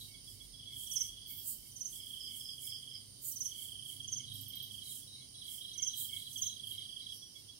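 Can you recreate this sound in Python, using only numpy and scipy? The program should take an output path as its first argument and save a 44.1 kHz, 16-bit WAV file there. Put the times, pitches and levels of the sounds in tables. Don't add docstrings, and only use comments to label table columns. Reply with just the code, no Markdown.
import sys
import numpy as np
from scipy import signal
from scipy.fft import rfft, irfft, next_fast_len
from scipy.io import wavfile
from scipy.ndimage import uniform_filter1d

SR = 44100
rng = np.random.default_rng(int(sys.argv[2]) if len(sys.argv) > 2 else 0)


def waveform_to_disk(signal):
    frames = np.transpose(np.atleast_2d(signal))
    scaled = np.clip(frames, -1, 1) * 32767
    samples = np.round(scaled).astype(np.int16)
    wavfile.write(sys.argv[1], SR, samples)


N = 334703
T = np.arange(N) / SR

# (frequency [Hz], density [dB per Hz])
AIR_SPECTRUM = [(25, -108), (40, -97), (70, -86.5), (150, -91), (330, -96), (640, -107), (1500, -114.5),
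                (2600, -116), (3600, -103), (7000, -103), (11000, -103), (15700, -110)]
# (frequency [Hz], left minus right [dB], likeness [-1 to 1])
AIR_PORTS = [(60, -3.5, 0.59), (250, -2.5, 0.59), (645, 1, 0.043), (1410, 1.2, -0.14), (2600, 1.5, 0.22),
             (4000, -3, -0.33), (15000, -15.5, 0.024)]
# (frequency [Hz], width [Hz], level against the swell [dB])
HUM_BANDS = [(98.3, 28, -8.5), (131, 19, -5), (204.3, 47, -12), (258.6, 26.4, -10.5)]
# (frequency [Hz], level against the swell [dB])
MOTOR_TONES = [(127, -6.5), (133.5, -7.5), (150, -12.5), (196.5, -18.5), (202, -14.5)]
# (time [s], level [dB], deepest band against it [dB])
HUM_SWELL = [(0, -62.5, -4), (1.5, -65, -1), (2.5, -66, -9), (3.6, -66.5, -10), (4.35, -58, -14),
             (4.7, -63, -17), (5.6, -68.5, -8), (6.4, -61, -12), (6.9, -66.5, -10), (7.59, -71.5, -26)]
# (frequency [Hz], width [Hz], level [dB])
CHORUS_BANDS = [(3124, 210, -64), (4665, 430, -62.5), (5410, 790, -62.5), (6240, 590, -70),
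                (2780, 76, -79.5), (3970, 840, -68.5), (2140, 340, -82.5)]
# (time [s], level [dB])
WASH_LEVELS = [(0, -55.5), (.35, -81), (.93, -64), (1.15, -82), (1.67, -59.5), (2.62, -59), (3.22, -69.5),
               (3.4, -54), (3.68, -61), (4.57, -77), (4.9, -69), (5.2, -77), (5.66, -59), (5.96, -64),
               (6.19, -57), (6.35, -58), (7.59, -75)]
# (time [s], level [dB])
BUZZ_LEVELS = [(0, -57), (.76, -60), (.93, -52.5), (1.2, -58.5), (2.26, -55.5), (3.45, -56.5),
               (3.89, -52.5), (4.44, -58), (4.75, -55.5), (6.9, -55.5), (7.59, -59.5)]
# (first chirp [s], chirps [count], first level [dB], last level [dB])
ROLL_BOUTS = [(-.02, 1, -45, -45), (4.33, 9, -50.5, -47.5), (6.772, 1, -50, -50), (7.05, 1, -52, -52)]
# (first pip [s], pips [count], first level [dB], last level [dB])
PIP_BOUTS = [(0.019, 1, -49, -54), (.15, 5, -47, -42.5), (5.03, 1, -48, -50), (5.224, 4, -47.5, -49),
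             (7.1, 4, -40.5, -43)]
# (middle [s], level [dB], middle pitch [Hz], length [s], fall [Hz])
WHISTLES = [(7.192, -57, 5780, 0.25, 37.3)]
# (middle [s], nominal length [s], level [dB], voice [name])
RASP_CALLS = [(.06, .12, -64, "hollow"), (0.3, 0.16, -57, "even"), (0.442, .15, -62, "even"),
              (0.809, .21, -48.5, "even"), (0.926, 0.089, -46, "even"), (1.023, 0.16, -51, "even"),
              (1.31, 0.096, -43, "high"), (1.382, 0.091, -45.5, "high"), (1.484, 0.13, -38.5, "hollow"),
              (1.67, .09, -60, "even"), (1.938, 0.16, -49.5, "even"), (2.09, 0.12, -54.5, "hollow"),
              (2.369, 0.14, -51, "even"), (2.65, .13, -46.5, "even"), (3.275, .13, -38, "hollow"),
              (3.45, 0.14, -51, "middle"), (3.62, .18, -48.5, "even"), (3.903, 0.16, -52, "even"),
              (4.377, 0.18, -55.5, "even"), (4.74, .14, -58, "even"), (4.921, .21, -47.5, "even"),
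              (5.524, .18, -48.5, "even"), (6.006, .13, -37.5, "hollow"), (6.168, .16, -52, "even"),
              (6.36, 0.18, -50, "even"), (6.432, .11, -55, "high"), (6.7, 0.13, -50, "middle"),
              (7.144, 0.096, -53.5, "middle"), (7.377, 0.12, -63, "even")]
# (frequency [Hz], width [Hz])
WING_RESONANCES = [(8400, 2540), (11000, 2240), (14000, 3400)]
VOICE_COLOURS = {"even": (.1, -1.4, -1.3), "hollow": (-3.6, -10.5, 0), "high": (-13, -14.5, 0),
                 "middle": (-6, 0, -5.5)}
# (start [s], length [s], level before FROG_PEAK_DB [dB], left minus right [dB])
FROG_NOTES = [(0.096, 0.094, -69, -16), (0.367, 0.102, -77.5, -13.5), (0.687, 0.132, -73, -6),
              (0.968, 0.104, -75, 0.0), (1.281, 0.134, -74, -8.0), (1.634, 0.084, -80, 0),
              (1.948, 0.128, -80, -3.0), (2.279, 0.12, -76, -8.5), (2.624, 0.108, -73, -11.0),
              (2.921, 0.098, -77.5, -9.0), (3.227, 0.09, -83, 1), (3.534, 0.169, -78, -5),
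              (3.911, 0.056, -74, -3), (4.187, 0.096, -75, -6.5), (4.516, 0.126, -77.5, -3),
              (4.831, 0.11, -76, -10), (5.156, 0.124, -78, -3.5), (5.458, 0.144, -75, -6),
              (5.763, 0.146, -71, -4.5), (6.104, 0.148, -71, -4), (6.423, 0.092, -76.5, -6),
              (6.707, 0.167, -75.5, -16), (7.012, 0.084, -76, -15.0), (7.353, 0.062, -75, -16.5)]
# (last stroke [s], level [dB], full strokes [count], soft stroke against them [dB])
LOW_CHIRPS = [(.31, -50.5, 2, -5), (.58, -51.5, 2, -8), (2.012, -47.5, 1, -6), (2.259, -39, 2, -17),
              (2.505, -38.5, 2, -6), (2.749, -38, 2, -6), (2.948, -38, 1, -9), (7.2, -57, 2, 2)]
# (last stroke [s], strongest stroke's level [dB], last pitch [Hz], left minus right [dB], first stroke's shortfall [dB])
CLOSE_CHIRPS = [(1.012, -24, 6010, -14, -20), (1.858, -30.5, 6230, -11, -17), (3.46, -26.5, 6090, -13, -14),
                (4.175, -28.5, 6250, -8.5, -17), (5.877, -24.5, 6110, -14, -17),
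                (6.471, -27.5, 6220, -10, -16)]
SHORTFALL_SHARES = [1, .48, 0, .05]
# (time [s], strokes so far [count], level [dB])
TRILL_RUNS = [
    [(.597, 0, -47.5), (.767, 5, -39.5), (1.012, 12, -39.5), (1.157, 15.5, -43), (1.39, 21, -42)],
    [(1.934, 0, -43.5), (2.072, 4, -40.5), (2.414, 14, -39), (2.534, 17, -41), (2.727, 21, -38.5),
     (2.762, 22, -41), (2.955, 27, -41), (3.007, 28, -46.5)],
    [(3.423, 0, -56.5), (3.49, 2, -43.5), (3.69, 8, -39.5), (3.931, 15, -39.5), (4.283, 24, -39.5),
     (4.435, 28, -41), (4.749, 37, -40), (4.824, 39, -40.5), (4.97, 42, -44)],
    [(5.429, 0, -41), (5.563, 4.5, -39.5), (5.869, 13, -37), (5.978, 16, -38.5), (6.173, 21, -36),
     (6.277, 23, -39), (6.366, 25, -37), (6.606, 32, -37), (6.75, 36, -37.5), (6.932, 41, -38.5),
     (7.012, 43, -38), (7.126, 45, -40.5)],
]
# (middle pitch [Hz], far echo [dB], near paths' left-port gain [dB])
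TRILL_PERCHES = [(3300, 1.5, -3), (3285, -2, -8.5), (3270, -4, -11.5), (3285, -5, -10.5)]

BEAT_HZ, BEATS_PER_S, BEAT_NULL_S = 104., 2.958, .17
BEAT_DB, BEAT_LOWER_DB, DEEP_HZ = 1, -2, 49.
CHIRP_GAP_S, LOW_GAP_S, ROLL_GAP_S, PIP_GAP_S = .0462, .049, .2705, .1325
FROG_LEAD_S, FROG_PEAK_DB = .02, 8.5
CHIRP_RISE_HZ = 46.4
REACH_PER_DB, SHORTEST = .034, .4
LOW_HZ, LOW_SAG_HZ, LOW_PAN_DB = 5050, 60, -9.5
TRILL_SCATTER_DB, TRILL_SCATTER_S = 1.3, .0015
TICK_START_S, TICK_GAP_S, TICK_DB, FIRST_TICK_DB = 4.34, .0718, -23, -3
TOP_HZ = 15800


def undb(db):
    return 10 ** (np.asarray(db) / 20)


def unit(x):
    return x / np.sqrt(np.mean(x ** 2))


def band(x, hz, width_hz, order=2):
    size = next_fast_len(N)
    f = np.fft.rfftfreq(size, 1 / SR)
    gain = np.exp(-np.abs(np.sqrt(2) * (f - hz) / width_hz) ** order)
    return irfft(rfft(x, size) * gain)[..., :N]


def walk(rate):
    hold = int(SR / rate)
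    steps = np.repeat(rng.standard_normal(N // hold + 1), hold)
    smooth = uniform_filter1d(uniform_filter1d(steps, hold), hold)
    return unit(smooth[:N])


def garden(x, left_db, leaves_db, echo_db, t60_s, wall_db=-15.5, wall_s=.038, shade_db=-1.5, ground_db=-6.0):
    t = np.arange(int(.6 * SR)) / SR
    near, far = rng.standard_normal((2, 2, len(t)))
    near *= np.exp(-t / 0.024)
    far *= np.exp(-np.log(1000) * t / t60_s) * (1 - np.exp(-t / 0.013))
    near = undb(leaves_db) * near / np.linalg.norm(near[0])
    far = undb(echo_db) * far / np.linalg.norm(far[0])
    far[:, int(wall_s * SR)] += undb(wall_db)
    for port, lag in enumerate((16, 0)):
        near[port, lag] += 1
        near[port, lag + int(.005 * SR)] -= undb(ground_db)
    near = near * undb([[left_db], [0]])
    far = far * undb([[shade_db], [0]])
    x = x * np.ones((2, 1))
    out = 0
    for source, paths in ((x, near), (x[[1, 1]], far)):
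        wet = signal.fftconvolve(source, paths, axes=1)[:, :N]
        energy = np.linalg.norm(paths, axis=1) * np.std(source, axis=1)
        out = out + wet * (energy / np.std(wet, axis=1))[:, None]
    return out * np.std(x[1]) / np.std(out[1])


def add(out, s, db, hz, length_s, fall_hz, octave_db=-52.0, lean=0., bend=0.):
    t = np.arange(-length_s / 2, length_s / 2, 1 / SR)
    fall = fall_hz * (t ** 2 / (2 * length_s) + bend * t ** 3 / (3 * length_s ** 2))
    phase = 2 * np.pi * (hz * t - fall + rng.random())
    tone = np.sin(phase) + undb(octave_db) * np.sin(2 * phase)
    shape = np.sqrt(np.hanning(len(t))) * (1 + lean * t / length_s)
    at = (t * SR + s * SR).astype(int)
    inside = (at >= 0) & (at < N)
    out[at[inside]] += (undb(db) * shape * tone)[inside]


def bout(gap_s, first_s, count, first_db, last_db):
    count = int(round(count))
    return zip(first_s + gap_s * np.arange(count), np.linspace(first_db, last_db, count))


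def teeth(rate, jitter, scatter_db, decay_s):
    chance = rng.standard_normal((int(N / SR * rate * 1.2), 2))
    at = np.cumsum(SR / rate * np.exp(jitter * chance[:, 0])).astype(int)
    inside = at < N
    clicks = np.zeros(N)
    clicks[at[inside]] = undb(scatter_db * chance[inside, 1])
    return unit(signal.lfilter([1], [1, -np.exp(-1 / (decay_s * SR))], clicks))


def air():
    size = next_fast_len(N)
    at = np.log(np.fft.rfftfreq(size, 1 / SR) + 1)
    hz, db = np.transpose(AIR_SPECTRUM)
    port_hz, left_db, like = np.transpose(AIR_PORTS)
    left_db = np.interp(at, np.log(port_hz), left_db)
    like = np.clip(np.interp(at, np.log(port_hz), like), -1, 1)
    colour = undb(np.interp(at, np.log(hz), db)) * np.sqrt(SR / 2)
    right, other = rfft(rng.standard_normal((2, size))) * colour
    left = undb(left_db) * (like * right + np.sqrt(1 - like ** 2) * other)
    return irfft(np.array([left, right]), size)[:, :N]


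def hum():
    s, swell_db, deep_db = np.transpose(HUM_SWELL)
    deep_db = np.interp(T, s, deep_db)
    bands = 0
    for hz, width_hz, db in HUM_BANDS + [(45.9, 14, deep_db - 2.0)]:
        mid, side = unit(band(rng.standard_normal((2, N)), hz, width_hz))
        bands = bands + undb(db) * np.array([undb(-6.0) * (mid + 0.61 * side), mid])
    turn = 2 * np.pi * np.array([[.12], [0]])
    tones = 0
    for hz, db in MOTOR_TONES + [(DEEP_HZ, deep_db - 1.0)]:
        level = undb(db + 2.9 * walk(2.03))
        tones = tones + level * np.sin(2 * np.pi * (hz * T + rng.random()) + .5 * walk(1) + turn)
    phase = 2 * np.pi * (BEAT_HZ * T + rng.random()) + turn
    lower = undb(BEAT_LOWER_DB) * np.sin(phase - 2 * np.pi * BEATS_PER_S * (T - BEAT_NULL_S))
    tones = tones + undb(BEAT_DB + 1.5 * walk(1.77)) * (np.sin(phase) - lower)
    return (bands + tones * undb([[-6.5], [0]])) * undb(np.interp(T, s, swell_db))


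def chorus():
    out = 0
    for hz, width_hz, db in CHORUS_BANDS:
        flicker = undb(db + 1.5 * walk(2.5) + 1.2 * np.array([walk(28), walk(28)]))
        hiss = unit(band(rng.standard_normal((2, N)), hz, width_hz))
        out = out + flicker * hiss * undb([[-6.5], [0]])
    return out


def wash():
    hiss = unit(band(rng.standard_normal((2, N)), 10800.0, 6500.0, order=4))
    level_db = np.interp(T, *np.transpose(WASH_LEVELS)) + 2.5 * walk(4)
    return hiss * undb(level_db + np.array([[-7.], [0]]))


def buzz():
    scrape = teeth(126.5, 0.017, 0.56, 0.0016) * rng.standard_normal(N)
    hiss = band(scrape, 9220.0, 1000.0) + 0.65 * band(scrape, 9434.0, 320.)
    level = undb(np.interp(T, *np.transpose(BUZZ_LEVELS)))
    return garden(unit(hiss) * level, -25.0, -17.0, 1.8, 0.3)


def roller():
    out = np.zeros(N)
    for row in ROLL_BOUTS:
        for s, db in bout(ROLL_GAP_S, *row):
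            for k in np.arange(8) - 3.5:
                hz = 3890 + 45 * rng.standard_normal()
                add(out, s + k / 54., db - .3 * k ** 2, hz, .022, 550., lean=-0.32)
    return garden(out * (1 + .6 * walk(300)), -2.5, 9.0, 5., 0.3, shade_db=-5.5)


def pips():
    out = np.zeros(N)
    for row in PIP_BOUTS:
        for s, db in bout(PIP_GAP_S, *row):
            add(out, s, db, 3345., .032, 60., octave_db=-21.5)
    for s, db, hz, length_s, fall_hz in WHISTLES:
        add(out, s, db, hz, length_s, fall_hz)
    return garden(out * (1 + 0.15 * walk(150)), -14.0, -10.5, -9., 0.13, wall_db=-15.5)


def rasps():
    scrape = teeth(390, .3, 0.83, 0.0026) * rng.standard_normal(N)
    out = np.zeros(N)
    for k, (hz, width_hz) in enumerate(WING_RESONANCES):
        swell = np.zeros(N)
        for s, length_s, db, voice in RASP_CALLS:
            start = max(int((s - 2 * length_s) * SR), 0)
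            near = slice(start, int((s + 2 * length_s) * SR))
            shape = np.exp(-8 * ((T[near] - s) / length_s) ** 2)
            swell[near] += undb(db + VOICE_COLOURS[voice][k]) * shape
        out += swell * unit(band(scrape, hz, width_hz, order=4))
    return garden(out, -8.5, 4.5, -4.5, 0.52, wall_db=-15.0, shade_db=-6.0)


def frog():
    out = np.zeros((2, N))
    for s, length_s, db, pan_db in FROG_NOTES:
        hz = 2200 + 15 * rng.standard_normal()
        middle_s = s + length_s / 2 - FROG_LEAD_S
        for port, side_db in enumerate((pan_db, 0)):
            add(out[port], middle_s, db + FROG_PEAK_DB + side_db, hz, length_s, 30., lean=0.16)
    out *= 1 + .3 * np.sin(2 * np.pi * 105 * T) + .6 * walk(140)
    return garden(out, -.5, -1.0, -6., 0.18, wall_db=-20.0, shade_db=-4.)


def chirp_stroke(out, length_s, fall_hz, s, db, short_db, hz, pan_db):
    reach = np.clip(1 + REACH_PER_DB * short_db, SHORTEST, 1)
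    for port, side_db in enumerate((pan_db, 0)):
        add(out[port], s, db + short_db + side_db, hz, length_s * np.sqrt(reach), fall_hz * reach,
            octave_db=-29.5, lean=0.13)


def chirpers():
    close, deep = np.zeros((2, 2, N))
    for s, db, full, soft_db in LOW_CHIRPS:
        full = round(full)
        for k in range(full + 1):
            chirp_stroke(deep, .028, 950., s - k * LOW_GAP_S, db, soft_db * (k >= full),
                         LOW_HZ + k * LOW_SAG_HZ, LOW_PAN_DB)
    for s, db, hz, pan_db, first_db in CLOSE_CHIRPS:
        for k, share in enumerate(SHORTFALL_SHARES[::-1]):
            chirp_stroke(close, .024, 1280., s - k * CHIRP_GAP_S, db, first_db * share,
                         hz - k * CHIRP_RISE_HZ, pan_db)
    close *= 1 + .25 * walk(300)
    near = garden(close, 1., -7., -7., .3, wall_db=-18., shade_db=-5., ground_db=-3.)
    return near + garden(deep, -.6, 0., 2.5, 0.22, wall_db=-16., shade_db=-5.5, ground_db=-6.0)


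def triller():
    total = 0
    for run, (hz, echo_db, left_db) in zip(TRILL_RUNS, TRILL_PERCHES):
        out = np.zeros(N)
        at, stroke, level_db = np.transpose(run)
        for k in np.arange(np.ceil(stroke[0]), stroke[-1] + .01):
            late, loud, sharp = rng.standard_normal(size=3)
            s = np.interp(k, stroke, at) + TRILL_SCATTER_S * late
            db = np.interp(k, stroke, level_db) + TRILL_SCATTER_DB * loud
            add(out, s - .002, db, hz + 10 * sharp, .022, 470., lean=1.5, bend=0.45)
        out *= 1 + 0.32 * walk(220)
        total = total + garden(out, left_db, -10., echo_db, .21, wall_db=-26., shade_db=-6., ground_db=-10.)
    return total


def ticks():
    out = np.zeros(N)
    for k in range(5):
        add(out, TICK_START_S + k * TICK_GAP_S, TICK_DB + FIRST_TICK_DB * (k == 0), 13500., .0006, 1500.)
    return garden(out, -12.0, 2.0, -2.0, 0.26, wall_db=-19.0, wall_s=.04, shade_db=-10.0)


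def scene():
    floor = air() + hum() + chorus() + wash()
    near = buzz() + roller() + pips() + rasps() + frog() + chirpers() + triller() + ticks()
    return floor + near


def record(dry):
    low_pass = signal.ellip(12, .2, 70, TOP_HZ, fs=SR, output="sos")
    return signal.sosfilt(low_pass, dry)


dry = scene()
out = record(dry)
waveform_to_disk(out)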